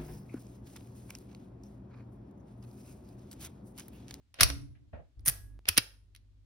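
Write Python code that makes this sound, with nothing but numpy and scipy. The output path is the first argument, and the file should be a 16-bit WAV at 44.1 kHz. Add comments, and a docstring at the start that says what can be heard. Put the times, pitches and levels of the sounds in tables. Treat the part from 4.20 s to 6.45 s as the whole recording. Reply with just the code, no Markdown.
"""Plastic padlock, close up

A clear plastic padlock is handled close to a pair of microphone ports in a small, quiet room.
Its steel shackle springs open, the key rattles in the brass cylinder, and the shackle is pressed
home in two clicks. Each snap also thumps the hand that holds the lock. Two dull knocks sound
further off, and a low hum lies underneath."""
import sys
import numpy as np
from scipy import signal
from scipy.fft import rfft, irfft, next_fast_len
from scipy.io import wavfile
from scipy.ndimage import uniform_filter1d

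SR = 44100
rng = np.random.default_rng(int(sys.argv[2]) if len(sys.argv) > 2 else 0)


def persist_wave(psi):
    """Save psi, clipped to +-1, as 16-bit WAV."""
    counts = np.round(np.clip(psi, -1, 1) * 32767).astype(np.int16)
    wavfile.write(sys.argv[1], SR, np.atleast_2d(counts).T)


N = 99225

# shackle and bolt strike the lock body: start_s, level_db, t60_s, treble_db, bass_db, ring_db
SHACKLE_STRIKES = [(0.142, -42, 0.016, -6, -2, -25.5), (.994, -59, 0.021, -5, -7, -35),
                   (0.1993, -26, 0.019, -17, -3.5, -13), (0.2074, -11, 0.026, -6.5, -0.5, -21.5),
                   (0.2088, -9.5, 0.027, 0, 2.5, -20), (0.2318, -9, 0.026, 0, -2.5, -20.5),
                   (0.2334, -8.5, 0.008, 6, -4, -24), (0.2374, -21, .01, 2.5, -4.5, -25),
                   (0.2894, -42.5, .02, 10.5, -6, -26), (0.3008, -24, 0.02, -10.5, 6, -27),
                   (1.455, -38.5, 0.016, -27, 11, -31), (1.4794, -42, 0.068, -11, 4, -28),
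                   (1.4828, -27.5, 0.064, -12.5, 7, -27), (1.4873, -15, 0.011, 12, 1, -38),
                   (1.489, -19, 0.028, 0, 5.5, -33.5), (1.5662, -37.5, 0.041, -8.5, 9, -32),
                   (1.5701, -19.5, 0.014, -12, 1, -26.5), (1.5755, -20, 0.0087, -9, 2, -29.5),
                   (1.5766, -11.5, 0.012, 7, -6.5, -33.5), (1.5788, -8, 0.0064, 2.5, -6, -35),
                   (1.5807, -8.5, 0.017, -6.5, 2.5, -38.5), (1.9496, -45, 0.011, -4, -14, -21),
                   (1.9618, -46, 0.012, -3, -16, -28)]
# the key ticks over the pins: start_s, level_db, t60_s
PIN_TICKS = [(1.006, -70, .02), (1.053, -42, .04), (1.058, -33.5, 0.024), (1.0605, -21.5, .015),
             (1.0641, -20, .008), (1.0694, -26.5, .03), (1.0743, -19, .02), (1.0776, -22.5, .02),
             (1.0808, -9, .007), (1.086, -10, 0.0093), (1.0919, -20, .02), (1.097, -21.5, .014)]
# metal slides before it catches: start_s, end_s, end_level_db, rise_db, treble_db
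METAL_SLIDES = [(.145, .19, -59.5, 2, -8), (.186, 0.209, -36.5, 6.5, -16), (.213, .232, -25.5, 5, 5.5),
                (1.059, 1.103, -40.5, 10, 1.5), (1.465, 1.489, -43, 13.5, -4)]
# the lock jolts in the hand: start_s, level_db, pitch_hz, t60_s, left_over_right_db, left_lead_rad
HAND_THUMPS = [(.214, -23, 95.3, 0.21, 3.5, 1.7), (0.239, -17.5, 65, 0.14, 2, 2.46),
               (1.076, -30, 134.8, 0.12, 2, 1), (1.493, -32.5, 86.4, 0.13, 1, .3),
               (1.58, -18, 288, 0.016, -11, 0), (1.582, -28.5, 113.7, 0.066, -4, 0)]
# knocks further off: start_s, level_db, t60_s, treble_db
FAR_KNOCKS = [(.549, -68, 0.15, 23), (0.729, -39, 0.27, -1), (.79, -44, 0.15, -17)]
# ring of the steel parts: pitch_hz, level_db, t60_s
STEEL_MODES = [(1174, 4, 0.015), (1360, -13, .04), (1780, -7.5, .04), (2117, -4, 0.12), (2484, -1, 0.07),
               (2760, -3.5, .035), (3220, -9, .04), (3990, -4, 0.026), (4660, -0.5, 0.087),
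               (5610, -3, 0.084), (9090, -3, 0.028), (10090, -4.5, 0.035), (12286, -11.5, .05)]
# ring of key and cylinder: pitch_hz, level_db, t60_s
BRASS_MODES = [(1902, -7.5, 0.034), (5825, -6, 0.016), (8960, -1, .03), (9870, -4.5, 0.033),
               (9800, -2.5, 0.031), (11720, -3, 0.058), (12700, -8, 0.034), (15300, -12, .03)]
# crack of the plastic body: frequency_hz, level_db
BODY_COLOUR = [(100, -11.5), (400, -6), (850, -11), (1300, 2), (2700, 0.5), (4000, 1.5), (5500, 4),
               (7400, -12), (9800, 4), (11500, -2.5), (13500, -10), (15400, -7), (16200, -22.5)]
# what the palm does to that crack: frequency_hz, gain_db
PALM_COLOUR = [(100, -2.5), (350, 2), (750, -2.5), (1300, -3), (2150, 6), (3200, 3), (4600, -1), (5700, 0),
               (7500, -0.5), (12000, 0), (16000, 3.5)]
# crack of the key on a pin: frequency_hz, level_db
KEY_COLOUR = [(150, -12), (600, -25), (1100, -11.5), (1800, -8.5), (3500, -13), (6000, -7), (7500, -11),
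              (9300, 6.5), (10800, -1), (12000, 2.5), (13500, -8.5), (15500, -4), (16100, -34)]
# sliding metal: frequency_hz, level_db
SCRAPE_COLOUR = [(100, -2.5), (400, -8.5), (650, 2.5), (1000, -7.5), (2800, -1.5), (5500, -7), (7500, -19),
                 (10000, -10.5), (16000, -28)]
# a hollow knock: frequency_hz, level_db
KNOCK_COLOUR = [(30, -3), (75, 11), (160, -4), (400, -11.5), (630, 0.5), (950, -17.5), (1800, -18.5),
                (2700, -26), (5000, -48.5), (12000, -81)]
# phase between the microphone ports: frequency_hz, left_lead_rad
PORT_LEAD = [(50, -0.5), (350, 0.27), (650, 1), (1500, 1.5), (2900, 1), (5000, -0.73), (7300, 2.5),
             (10400, 7.5), (13600, 7.5), (16000, 14.5)]
# part of a click that differs between the ports: frequency_hz, power_share
PORT_DIFFERENCE = [(500, 0.1), (1500, 0.59), (4000, 0.33), (6000, .25), (9000, 0.055), (16000, .12)]
# room sound as the lock comes closer to the microphone: time_s, tail_db, early_db
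ROOM_SENDS = [(.3, -13, -12), (1.08, -13, -25.5), (1.49, -14.5, -27), (1.58, -18.5, -12), (1.95, -15, -7.5)]
# decay of the room's tail: frequency_hz, t60_s
TAIL_DECAY = [(60, .3), (130, 0.33), (300, .36), (600, 0.4), (1500, 0.35), (5000, 0.32), (10000, 0.37),
              (16000, 0.27)]
# tone of the reflections: frequency_hz, gain_db
REFLECTION_COLOUR = [(60, 1.5), (300, 2), (700, 3.5), (2000, -2.5), (5000, -0.5), (9000, -8.5), (16000, -4)]
# the room's low modes: frequency_hz, level_db
BOOM_COLOUR = [(35, -25.5), (50, -10.5), (62, 1), (85, -12), (112, -6), (128, 0), (150, -20.5),
               (260, -23.5), (288, -7.5), (315, -26.5), (600, -46), (2000, -93)]
# steps in the room tone: start_s, rumble_db, hum_db
ROOM_TONE_STEPS = [(0, -70.5, -80.5), (0.219, -61, -79), (.7, -66.5, -94), (0.97, -55, -50.5),
                   (1.393, -66, -59.5)]
# room rumble: frequency_hz, level_db
RUMBLE_COLOUR = [(20, -17), (60, 6), (110, -3), (170, -17.5), (290, -15.5), (450, -29), (1000, -41.5),
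                 (3000, -54), (16000, -82)]
# low hum: harmonic_number, level_db
HUM_HARMONICS = [(1, -1.5), (2, -6.5), (3, -33.5), (4, -29.5)]
# faint hiss: frequency_hz, level_db
HISS_COLOUR = [(100, 0), (1000, -1), (4000, -1.5), (9000, -10.5), (16000, -22.5)]


def amp(db):
    """Decibels to gain."""
    return 10 ** (np.asarray(db) / 20)


def unit(x):
    """Scale to rms 1."""
    return x / np.sqrt(np.mean(x ** 2) + 1e-20)


def along(points, hz):
    """Read (frequency, value) points on a log axis."""
    frequencies, values = np.transpose(points)
    return np.interp(np.log(hz + 1), np.log(frequencies + 1), values)


def filtered(x, response):
    """Apply a gain given as a function of frequency."""
    n = x.shape[-1]
    padded = next_fast_len(n + 8192)
    return irfft(rfft(x, padded) * response(np.fft.rfftfreq(padded, 1 / SR)), padded)[..., :n]


def coloured(x, colour):
    """Shape x with a curve of decibels over frequency."""
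    return filtered(x, lambda hz: amp(along(colour, hz)))


def shelf(x, treble_db, corner_hz):
    """Lift or dull the treble."""
    return filtered(x, lambda hz: amp(treble_db * hz ** 4 / (hz ** 4 + corner_hz ** 4)))


def noise(colour, n):
    """Two unrelated coloured noises of rms 1."""
    return unit(coloured(rng.standard_normal((2, n)), colour))


def fade(t, t60_s, rise_s):
    """Quick rise, exponential decay."""
    return amp(-60 * t / t60_s) * (1 - np.exp(-t / rise_s))


def add(out, start_s, x):
    """Mix x in at start_s."""
    i = round(start_s * SR)
    n = min(x.shape[-1], N - i)
    out[:, i:i + n] += x[..., :n]


def contact(colour, t60_s, modes, ring_db, rise_s=.00018, longest_ring_t60_s=.06):
    """One hard contact: a crack of dense, damped resonances and a short metal ring."""
    t = np.arange(SR // 5) / SR
    share = lambda hz: np.clip(along(PORT_DIFFERENCE, hz), 0, 1)
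    mid, side = filtered(noise(colour, len(t)), lambda hz: np.sqrt([1 - share(hz), share(hz)]))
    envelope = fade(t, t60_s, rise_s)
    crack = np.array([mid + side, mid - side]) * envelope
    crack *= np.sqrt(np.sum(envelope ** 2) / np.sum(crack ** 2, axis=1, keepdims=True))
    ring = np.zeros(len(t))
    for hz, db, mode_t60_s in modes:
        strength = amp(db + rng.normal(0, 1.5))  # no two strikes are alike
        decay = fade(t, min(mode_t60_s, longest_ring_t60_s), rise_s)
        ring += strength * decay * np.sin(2 * np.pi * (hz * t + rng.random()))
    return crack + amp(ring_db) * ring


def shackle(in_palm_from_s=1.4):
    """Shackle and bolt snap against the plastic body; the steel rings most when it springs free."""
    out = np.zeros((2, N))
    for start_s, db, t60_s, treble_db, bass_db, ring_db in SHACKLE_STRIKES:
        clack = contact(BODY_COLOUR, t60_s, STEEL_MODES, ring_db)
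        clack = shelf(clack, treble_db, corner_hz=7240)
        if start_s > in_palm_from_s:
            clack = coloured(clack, PALM_COLOUR)
        clack = amp(bass_db) * shelf(clack, -bass_db, corner_hz=900)  # bass shelf
        add(out, start_s, amp(db) * clack)
    return out


def key():
    """A quick run of bright ticks as the key passes the pins."""
    out = np.zeros((2, N))
    for start_s, db, t60_s in PIN_TICKS:
        add(out, start_s, amp(db) * contact(KEY_COLOUR, t60_s, BRASS_MODES, ring_db=-15))
    return out


def metal_slides():
    """Grainy friction that swells until the part catches."""
    out = np.zeros((2, N))
    for start_s, end_s, db, rise_db, treble_db in METAL_SLIDES:
        n = max(int((end_s - start_s) * SR), 64)
        roughness = unit(uniform_filter1d(rng.standard_normal(n), size=40))
        grain = unit(amp(1.5 * roughness))
        swell = amp(db + np.linspace(-rise_db, 0, n)) * signal.windows.tukey(n, .2)
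        rub = swell * grain * noise(SCRAPE_COLOUR, n)
        add(out, start_s, shelf(rub, treble_db, corner_hz=5060))
    return out


def thin_ring(start_s=1.086, cut_s=1.3915, pitch_hz=1663):
    """A thin ring follows the key's rattle; a cut in the sound stops it with a faint click."""
    out, t = np.zeros((2, N)), np.arange(round((cut_s - start_s) * SR)) / SR
    envelope = amp(-59.5) * fade(t, t60_s=.74, rise_s=.002)
    add(out, start_s, envelope * np.sin(2 * np.pi * pitch_hz * t))
    cut_click = amp(-44.5) * np.exp(-t / .0006)
    add(out, cut_s, shelf(cut_click, treble_db=-19, corner_hz=8010))
    return out


def hand_thumps(sag_share=.1):
    """The lock's recoil, damped by the hand; the pitch sags as it dies."""
    out, t = np.zeros((2, N)), np.arange(SR // 2) / SR
    sides = np.array([[.5], [-.5]])
    for start_s, db, hz, t60_s, pan_db, lead_rad in HAND_THUMPS:
        pitch_hz = hz * (1 - sag_share * np.minimum(t / t60_s, 1))
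        tone = np.sin(2 * np.pi * np.cumsum(pitch_hz) / SR + lead_rad * sides)
        add(out, start_s, amp(db + pan_db * sides) * fade(t, t60_s, rise_s=.001) * tone)
    return out


def microphone_ports(x):
    """Direct sound reaches the two ports out of step."""
    sides = np.array([[.5], [-.5]])
    return filtered(x, lambda hz: np.exp(1j * sides * np.interp(hz, *np.transpose(PORT_LEAD))))


def room_reflections(x, delay_s=.003):
    """Early reflections off table and wall, and a short tail, different at each port."""
    hz, frame_s, spectrum = signal.stft(rng.standard_normal((2, SR * 3 // 4)), SR, nperseg=256)
    decay = amp(-60 * frame_s / along(TAIL_DECAY, hz)[:, None])
    _, tail = signal.istft(spectrum * decay, SR, nperseg=256)
    t = np.arange(tail.shape[1]) / SR
    tail *= 1 - np.exp(-t / .007)
    echoes = rng.standard_normal(tail.shape) ** 3  # cubing makes a few stand out
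    early = echoes * fade(t, t60_s=.035, rise_s=.008)
    times_s, tail_db, early_db = np.transpose(ROOM_SENDS)
    wet = np.zeros((2, N))
    for response, db in ((tail, tail_db), (early, early_db)):
        send = x * amp(np.interp(np.arange(N) / SR, times_s, db))
        response = response / np.linalg.norm(response, axis=1, keepdims=True)
        add(wet, delay_s, signal.fftconvolve(send, response, axes=1))
    return coloured(wet, REFLECTION_COLOUR)


def room_boom(start_s=.245, level_db=-29.5):
    """Low room modes build up and hang on after the shackle springs out."""
    out, t = np.zeros((2, N)), np.arange(SR) / SR
    add(out, start_s, amp(level_db) * fade(t, t60_s=.72, rise_s=.044) * noise(BOOM_COLOUR, SR))
    return out


def far_knocks():
    """Two soft, hollow knocks after a much fainter one, well off the microphone: mostly room sound."""
    out, t = np.zeros((2, N)), np.arange(SR // 2) / SR
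    for start_s, db, t60_s, treble_db in FAR_KNOCKS:
        hollow = shelf(noise(KNOCK_COLOUR, len(t)), treble_db, corner_hz=1225)
        add(out, start_s, amp(db) * fade(t, t60_s, rise_s=.0046) * hollow)
    return out


def room_tone(hum_hz=49.4, hiss_db=-84):
    """Rumble and a low hum, changing level in steps, with a faint steady hiss."""
    t = np.arange(N) / SR
    starts_s, rumble_db, hum_db = np.transpose(ROOM_TONE_STEPS)
    step = np.searchsorted(starts_s[1:], t)
    level = lambda db: uniform_filter1d(amp(db)[step], size=300)
    hum = unit(sum(amp(db) * np.sin(2 * np.pi * (harmonic * hum_hz * t + rng.random()))
                   for harmonic, db in HUM_HARMONICS))
    mid, side = noise(RUMBLE_COLOUR, N)
    rumble = mid + .6 * np.array([side, -side])
    hiss = amp(hiss_db) * noise(HISS_COLOUR, N)
    return level(rumble_db) * rumble + level(hum_db) * hum + hiss


def scene():
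    """The lock close to the microphone, a touch louder on the right, with the room behind it."""
    right_db = .97
    lock = shackle() + key() + metal_slides()
    near = (microphone_ports(lock) + room_reflections(lock)) * amp([[-right_db / 2], [right_db / 2]])
    return near + thin_ring() + hand_thumps() + room_boom() + far_knocks() + room_tone()


def record(dry):
    """The recorder rounds off the highest peaks and keeps nothing above its band limit."""
    ceiling, shoulder_hz, top_hz = .96, 15900, 16600
    rounded = dry / (1 + np.abs(dry / ceiling) ** 6) ** (1 / 6)
    shoulder = lambda hz: .15 + .85 / (1 + (hz / shoulder_hz) ** 200)
    return filtered(rounded, lambda hz: shoulder(hz) / (1 + (hz / top_hz) ** 200))


dry = scene()
out = record(dry)
persist_wave(out)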